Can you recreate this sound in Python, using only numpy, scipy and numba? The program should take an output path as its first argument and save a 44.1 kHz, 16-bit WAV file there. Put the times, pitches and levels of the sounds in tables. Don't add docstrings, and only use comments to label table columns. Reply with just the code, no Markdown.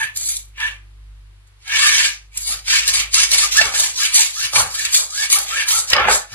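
import sys
import numpy as np
from scipy import signal
from scipy.fft import rfft, irfft, next_fast_len
from scipy.io import wavfile
from scipy.ndimage import uniform_filter1d
from numba import njit

SR = 44100
rng = np.random.default_rng(int(sys.argv[2]) if len(sys.argv) > 2 else 0)


def put_to_file(sound):
    columns = np.atleast_2d(sound).T
    safe = np.clip(columns, -1, 1)
    whole_steps = np.round(safe * 32767)
    wavfile.write(sys.argv[1], SR, whole_steps.astype(np.int16))


N = 279884


def undb(db):
    return 10 ** (np.asarray(db) / 20)


def unit(x):
    return x / np.sqrt(np.mean(x ** 2))


def walk(rate):
    k = int(SR / rate)
    return 0.62 * uniform_filter1d(np.repeat(rng.standard_normal(N // k + 1), k), k)[:N]


@njit
def resonator(x, tuning, damping):
    y, band, low = np.empty(len(x)), 0., 0.
    for i in range(len(x)):
        g = tuning[i]
        v = (band + g * (x[i] - low)) / (1 + g * (g + damping))
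        band, low, y[i] = 2 * v - band, low + 2 * g * v, damping * v
    return y


def ring(x, modes, wander_db=0., glide=0.):
    sound = 0
    for k, (hz, width, db) in enumerate(modes):
        gain = (-1) ** k * undb(db + wander_db * walk(17))
        tuning = np.tan(np.pi * hz * (1 + glide * walk(7)) / SR)
        sound = sound + gain * resonator(x, tuning, width / hz)
    return sound


def colour(x, curve, lag_s=0.):
    size = next_fast_len(N + 4096)
    hz = np.maximum(np.arange(size // 2 + 1) * SR / size, 1)
    point_hz, point_db = np.transpose(curve)
    gain = undb(np.interp(np.log(hz), np.log(point_hz), point_db))
    return irfft(rfft(x, size) * gain * np.exp(-2j * np.pi * hz * lag_s), size)[..., :N]


# frequency in Hz, rms level in dB, left minus right in dB.
HUM_TONES = [(50.2, -44, -0.5), (99.4, -56, 8), (343, -78, 10)]
# frequency in Hz, relative spectral density in dB.
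AIR_SPECTRUM = [(25, -1), (45, 25), (75, 13), (125, 13), (170, -10), (250, -27), (360, -0.5), (600, -7),
                (1100, -0.5), (2200, -3), (4500, -6.5), (6000, -13.5), (10000, -13.5), (11500, -16),
                (12300, -55)]


def fridge():
    t = np.arange(N) / SR
    phase_per_hz = 2 * np.pi * t + .25 * walk(4) / HUM_TONES[0][0]
    hum = 0
    for hz, db, pan_db in HUM_TONES:
        tone = np.sqrt(2) * undb(db + 5.6 * walk(3.98)) * np.sin(hz * phase_per_hz)
        hum = hum + tone * undb([[pan_db / 2], [-pan_db / 2]])
    air = unit(colour(rng.standard_normal((2, N)), AIR_SPECTRUM))
    return hum + air * undb(-55 + 0.43 * walk(4.7))


# start, rise, hold and fall in seconds; rasp level, sheen above rasp, and blade,
# frame, joint and counter levels in dB; time to the fastest moment in seconds, tooth rate then in Hz,
# whine level in dB, blade ring growth from mid-stroke to end of hold in dB, joint lag in seconds.
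STROKES = [(-0.05, 0.051, 0.043, 0.12, -43.5, 4, -30, -23.5, -51, -55.5, 0.057, 944, -31.5, 0.5, .01),
           (0.132, 0.042, .18, 0.131, -40.5, 7.5, -48.5, -55, -61.5, -61, 0.053, 888, -65, 0, 0.0067),
           (0.549, 0.066, .055, .14, -42.5, -4, -29.5, -24, -54, -73, 0.069, 982, -35.5, -1, 0.048),
           (1.639, 0.088, 0.0401, .1, -46, -5, -26.5, -23.5, -49, -70, 0.0402, 782, -27, -2, .012),
           (1.651, 0.18, .23, 0.13, -20.5, -8, -21.5, -18.5, -46, -72, 0.17, 1199, -29, -0.3, 0.0033),
           (2.316, 0.06, 0.044, 0.11, -42.5, 5.5, -41, -56.5, -60, -60, 0.086, 1212, -81, -8, 0.0082),
           (2.384, .12, 0.025, 0.12, -28, -0.5, -41.5, -48, -45.5, -52.5, 0.13, 1253, -38.5, 4, 0.013),
           (2.641, 0.064, 0.078, 0.13, -21, -8.5, -23, -23.5, -50.5, -65, 0.092, 1188, -53, 2, 0.021),
           (2.83, 0.054, 0.00989, 0.092, -23, -5, -31, -28.5, -40, -62, 0.049, 1200, -60, 3, 0.013),
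           (2.858, .1, .04, 0.1, -23, -5, -28.5, -35, -39, -49, 0.1, 1208, -55, 5.5, 0.0092),
           (3.107, 0.049, 0.08, 0.1, -18, -6.5, -23.5, -24, -43.5, -58, 0.092, 1594, -31, 2, 0.018),
           (3.265, 0.068, .015, 0.078, -17.5, -5, -26, -32, -36.5, -64, 0.087, 1000, -33.5, 3.5, .012),
           (3.343, 0.045, 0.06, 0.097, -18, -5.5, -25.5, -28.5, -37.5, -56, .085, 1243, -26.5, 2.5, 0.022),
           (3.493, 0.036, .01, .06, -23, -6, -29, -45, -47, -64, .05, 1250, -45, -5, 0.011),
           (3.528, .05, .025, 0.11, -14.5, -6.5, -20.5, -21, -54, -66, 0.055, 1785, -13.5, -5, .012),
           (3.562, 0.055, 0.053, 0.13, -23.5, -3, -23.5, -28, -23, -37, 0.083, 1205, -53, 1, 0.0073),
           (3.7, 0.049, 0.01495, 0.076, -19.5, -3, -28, -24, -35, -53, 0.061, 1146, -48, 5.5, 0.009),
           (3.746, 0.047, .055, 0.12, -17, -2, -28.5, -25, -35.5, -49, 0.074, 1194, -29.5, 4.5, 0.0065),
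           (3.913, 0.098, 0.046, .12, -19, -4.5, -28.5, -26, -44, -60, 0.12, 1639, -26, 8.5, 0.019),
           (4.113, 0.044, 0.059, .17, -13, -3, -21.5, -26.5, -39.5, -56.5, .08, 921, -21.5, 1.5, .03),
           (4.242, .18, 0.027, 0.15, -21, -4, -36, -26, -44, -51, 0.17, 1570, -28.5, 11, .012),
           (4.509, 0.049, 0.041, 0.123, -14, -2.5, -28, -36, -18.5, -30.5, .07, 1182, -19.5, 3.5, 0.011),
           (4.615, 0.19, 0.055, 0.12, -24, -2.5, -35, -24, -45, -49.5, 0.2, 1736, -34.5, 12, 0.0059),
           (4.892, 0.061, 0.0214, .13, -15.5, 1, -21.5, -40, -35, -50, 0.11, 1089, -27.5, -4, .04),
           (5.029, 0.16, 0.066, 0.072, -24, -3.5, -38, -28, -43, -60, 0.17, 1740, -26.5, 13.5, 0.0051),
           (5.274, 0.053, 0.036, 0.17, -18, 2.5, -20.5, -46, -31.5, -50, 0.085, 1289, -23.5, -2, 0.045),
           (5.421, 0.096, 0.11, 0.089, -27.5, -2, -25.5, -23.5, -39, -58, 0.165, 1750, -21, 4, 0.013),
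           (5.647, 0.049, .08, 0.13, -19, 2, -24.5, -48, -34.5, -52.5, 0.105, 1423, -22, -3.5, .03),
           (5.844, 0.062, 0.027, .04, -24.5, -4, -31.5, -21, -30.5, -45, 0.08, 1183, -35, 13, .012),
           (5.905, 0.042, 0.14, .1, -49, -28, -21, -19, -14, -30.5, .08, 1236, -43, -2, .012),
           (6.056, 0.069, .03, 0.095, -17, -0.5, -19.5, -21, -21, -44, 0.085, 1374, -46, -14, 0.003),
           (6.259, 0.11, 0.058, 0.11, -30.5, -7, -37, -30, -31, -39, .1, 1312, -64, -6, 0.011)]


def strokes():
    t = np.arange(0, N + 128, 64) / SR
    (start, rise, hold, fall, rasp, bright, blade, frame, joint, thud,
     fastest, top_hz, whine_db, growth, lag) = np.transpose(STROKES)[..., None]
    age = t - start

    def swell_db(age, fall):
        rising = np.maximum(1 - age / rise, 0) ** 1.7
        falling = (np.maximum(age - rise - hold, 0) / fall) ** 0.95
        return -31.5 * (rising + falling)

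    light = swell_db(age, fall)
    treble = swell_db(age - 0.014 * rise, fall)
    heavy = swell_db(age - lag, 1.42 * fall)
    speeding = age < fastest
    off_peak = np.abs(age - fastest) / (rise + hold)
    frame = frame - np.where(speeding, 34, 12.5) * off_peak
    blade = blade + growth * np.clip(2 * age / (rise + hold) - 1, -2, 2)
    layers_db = (light + rasp, treble + rasp + bright, light + blade, light + frame,
                 heavy + joint, heavy + thud)
    layers = [np.sqrt(np.sum(undb(db) ** 2, axis=0) + undb(-110) ** 2) for db in layers_db]
    whine_level = undb(whine_db - 28.5 * off_peak + light).sum(axis=0)
    speed = np.maximum(1 - np.where(speeding, 0.8, 0.3) * off_peak, .65)
    weight = undb(np.maximum(light, -200)) ** 2
    tooth_hz = np.sum(weight * top_hz * speed, axis=0) / weight.sum(axis=0)
    return [np.interp(np.arange(N) / SR, t, curve) for curve in (*layers, tooth_hz, whine_level)]


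def chips(per_s, spread_db, chatter_db, chatter_hz):
    hit = rng.random(N) < per_s / SR
    size = undb(spread_db * np.minimum(rng.exponential(size=N), 5)) * rng.choice([-1, 1], N)
    return hit * size * undb(chatter_db * walk(chatter_hz))


# frequency in Hz, bandwidth in Hz, gain in dB.
RASP_MODES = [(3660, 1330, -7), (4830, 1160, 0), (5590, 950, 0.5), (7120, 2290, -9.5)]
SHEEN_MODES = [(8170, 1340, 6.5), (8086, 2480, 7.5), (10950, 1920, -0.5), (12540, 3400, -4.5)]
TEAR_MODES = [(13200, 2500, -11.5)]


def cutting_edge(teeth, rasp, sheen, tear):
    spray = rng.standard_normal(N)
    force = np.hypot(rasp, tear)
    drive = (rasp * unit(teeth) + tear * spray) / force
    grit = unit(ring(drive, RASP_MODES, wander_db=1.5, glide=.04))
    shine = unit(ring(drive, SHEEN_MODES, wander_db=1.5, glide=.03))
    lowpass = signal.butter(14, 12000, fs=SR, output="sos")
    return signal.sosfilt(lowpass, force * (grit + sheen / rasp * shine)) + tear * ring(spray, TEAR_MODES)


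# frequency in Hz, bandwidth in Hz, gain in dB.
BLADE_MODES = [(833, 63, -22.5), (992.5, 69, -13.5), (1212, 31, -8.5), (1339, 96, -14), (1920, 344, -6.5),
               (2315, 171, 2), (2690, 360, -2.5), (3360, 660, -7.5)]
FRAME_MODES = [(1630, 92, -10.5), (1767, 25.8, 0)]


def blade_and_frame(teeth, blade, frame, clang):
    blade_ring = np.hypot(blade, .6 * clang) * unit(ring(teeth, BLADE_MODES, wander_db=1.5, glide=.02))
    frame_ring = np.hypot(frame, .4 * clang) * unit(ring(teeth, FRAME_MODES))
    return blade_ring + frame_ring


def whine(phase):
    bites = np.cos(phase) + undb(-17) * np.cos(2 * phase) + undb(-11) * np.cos(3 * phase)
    bites *= undb(2.5 * walk(70))
    return .2 * bites + 8 * ring(bites, BLADE_MODES[1:4]) + 6 * ring(bites, FRAME_MODES)


# frequency in Hz, bandwidth in Hz, gain in dB.
JOINT_MODES = [(385, 77, -11.5), (504.7, 30.4, -2), (592.4, 64, -3), (810, 125, -3), (1180, 246, -2),
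               (1570, 460, -2), (2460, 810, -7)]
COUNTER_MODES = [(53.7, 16.2, 6), (112, 22.3, 6), (218.2, 14, 0), (280, 52, -13.5)]


def joint_on_counter(judder, joint, thud, knock):
    shaking = ring(ring(judder, JOINT_MODES, wander_db=3.3), [(1000, 1500, 0)])
    rumble = ring(ring(judder, COUNTER_MODES), [(147, 380, 0)])
    return np.hypot(joint, knock) * unit(shaking) + np.hypot(thud, 0.1 * knock) * unit(rumble)


# time in seconds, peak level of the tear in dB,
# blade ring in dB, low knock in dB, time to decay by 60 dB in seconds.
CATCHES = [(0.159, -16.5, -39, -49, 0.015), (0.169, -12, -56, -43, .017), (0.214, -26, -52, -44, 0.019),
           (0.271, -19, -55, -60, .05), (0.284, -16.5, -39, -67, 0.11), (0.3166, -19, -40, -49, 0.0035),
           (0.365, -11.5, -56, -67, 0.0052), (0.574, -31, -53, -43, 0.015), (0.600, -20, -26, -62, .008),
           (1.468, -48, -71, -82, 0.085), (1.676, -16, -30, -62, .017), (2.329, -46, -60.5, -70, 0.016),
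           (2.371, -8.5, -39, -68, 0.027), (2.429, -17.5, -52, -71, 0.013), (2.471, -9, -51, -59, 0.018),
           (2.679, -11, -23, -46, 0.027), (2.875, 3, -39, -42, 0.033), (2.936, -4, -34, -50, 0.035),
           (3.14, 5.5, -19, -33, .02), (3.313, 1.5, -24, -51, 0.017), (3.3794, 3, -17, -49, 0.028),
           (3.517, -10.5, -30, -45, 0.014), (3.536, -1.5, -28, -44, 0.01), (3.5682, 4, -23, -47, 0.015),
           (3.6109, -1, -2, -12.5, 0.022), (3.736, -13, -31, -18, 0.019), (3.7944, 6, -19, -36, 0.024),
           (3.9874, -4, -26, -36, 0.014), (4.0298, 4.5, -27, -46, 0.019), (4.14, -2, -36, -31, 0.026),
           (4.532, -3, -19, -23.5, 0.013), (4.554, -2, -6.5, -17.5, 0.08), (4.849, 1.5, -43, -76, 0.023),
           (4.926, -4, -69, -36, 0.024), (4.9436, 8, -10, -35, 0.013), (4.9758, -3.5, -34, -60, 0.015),
           (5.136, -14, -45, -40, 0.018), (5.236, -7, -26, -40, 0.012), (5.298, -1, -35, -27, 0.0098),
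           (5.3243, 7, -13, -21.5, 0.015), (5.3832, 1, -16, -39, 0.028), (5.508, -23, -15, -32, 0.018),
           (5.683, 3, -17.5, -29, 0.023), (5.7048, -10, -7.5, -25, 0.019), (5.898, 2, -33, -35, 0.018),
           (5.930, -8, 3.5, 0, 0.0061), (5.9626, -13, -3.5, -12, 0.014), (5.997, -25, -10, -15, 0.011),
           (6.082, -24, -15.5, -6, 0.011), (6.102, -11, -18, -5.5, 0.015), (6.109, 0, -24, -5, .012)]


def catches():
    rise_s, crest_db = 0.0031, 15.5
    force = np.zeros((3, N))
    t = np.arange(SR // 8) / SR
    for start, tear_db, ring_db, knock_db, t60 in CATCHES:
        i = int(start * SR)
        shape = np.minimum(t / rise_s, 1) ** 2 * undb(-60 * np.maximum(t - rise_s, 0) / t60)
        force[:, i:i + len(t)] += undb([[tear_db - crest_db], [ring_db], [knock_db]]) * shape
    return force


# frequency in Hz, bandwidth in Hz, gain in dB.
BONE_MODES = [(1240, 270, -1), (1785, 350, -3), (3450, 1600, 0), (5080, 690, 5)]


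def splinters():
    blows, ticks = np.zeros((2, N))
    lags_s = rng.random((len(CATCHES), 3)) * [0, .002, .004]
    for (start, tear_db, ring_db, *_), lags in zip(CATCHES, lags_s):
        at = ((start + 0.0019 + lags) * SR).astype(int)
        blows[at] += undb(ring_db + 18.5) * np.array([1, -.8, .6])
        ticks[at] += undb(tear_db - 5) * np.array([1, -.6, .4])
    return ring(blows, BONE_MODES) + ring(ticks, RASP_MODES + SHEEN_MODES)


def saw():
    rasp, sheen, blade, frame, joint, thud, tooth_hz, whine_level = strokes()
    tear, clang, knock = catches()
    phase = 2 * np.pi * np.cumsum(tooth_hz * (1 + .03 * walk(60) + .09 * walk(400))) / SR
    steel = whine_level * whine(phase)
    teeth = chips(5000, spread_db=2.5, chatter_db=2.5, chatter_hz=70)
    teeth *= 1 + 0.38 * np.cos(phase)
    judder = chips(2500, spread_db=1.5, chatter_db=3, chatter_hz=90)
    steel += cutting_edge(teeth, rasp, sheen, tear)
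    steel += blade_and_frame(teeth, blade, frame, clang)
    steel = signal.sosfilt(signal.butter(6, 820, "high", fs=SR, output="sos"), steel)
    return steel + joint_on_counter(judder, joint, thud, knock) + splinters()


def kitchen(x, paths=8):
    near_t60_s, wall_t60_s, treble_t60_s = .025, 0.27, 0.093
    t = np.arange(SR // 3) / SR
    share = np.array([0.18 + walk(40) for _ in range(paths)])
    share /= np.sqrt(np.sum(share ** 2, axis=0))
    late, early = rng.standard_normal((2, paths, 2, len(t))) * np.minimum(t / 0.0019, 1)
    low = signal.lfilter(*signal.butter(1, 3000, fs=SR), late)
    walls = low * undb(-60 * t / wall_t60_s) + (late - low) * undb(-60 * t / treble_t60_s)
    near = early * undb(-60 * t / near_t60_s)
    response = (undb(-5) * unit(walls) + unit(near)) / np.sqrt(len(t))
    return signal.oaconvolve((share * x)[:, None], response, axes=2)[..., :N].sum(axis=0)


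def scene():
    left = saw()
    right = colour(left, [(20, 0.0052), (20000, 0)], lag_s=9e-5)
    return np.array([left, right]) + kitchen(left) + fridge()


@njit
def follow(x, attack_s, release_s):
    y, level = np.empty(len(x)), 0.
    for i in range(len(x)):
        level += (x[i] - level) / (SR * (attack_s if x[i] > level else release_s))
        y[i] = level
    return y


# frequency in Hz, gain in dB.
SIDE_GAIN = [(60, -7), (300, -5), (1200, -1), (2500, 3), (5000, 1.5), (9000, 6), (15000, 21)]


def record(dry):
    mid = (dry[0] + dry[1]) / 2
    side = colour((dry[0] - dry[1]) / 2, SIDE_GAIN)
    wide = np.array([mid + side, mid - side])
    level = follow(np.abs(wide).max(axis=0), attack_s=0.0097, release_s=1.5)
    wide *= np.minimum(1, (0.5 / (level + 1e-9)) ** 0.79)
    lowpass = signal.ellip(10, .2, 70, 15650, fs=SR, output="sos")
    return signal.sosfilt(lowpass, np.clip(wide, -1, 1))


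dry = scene()
out = record(dry)
put_to_file(out)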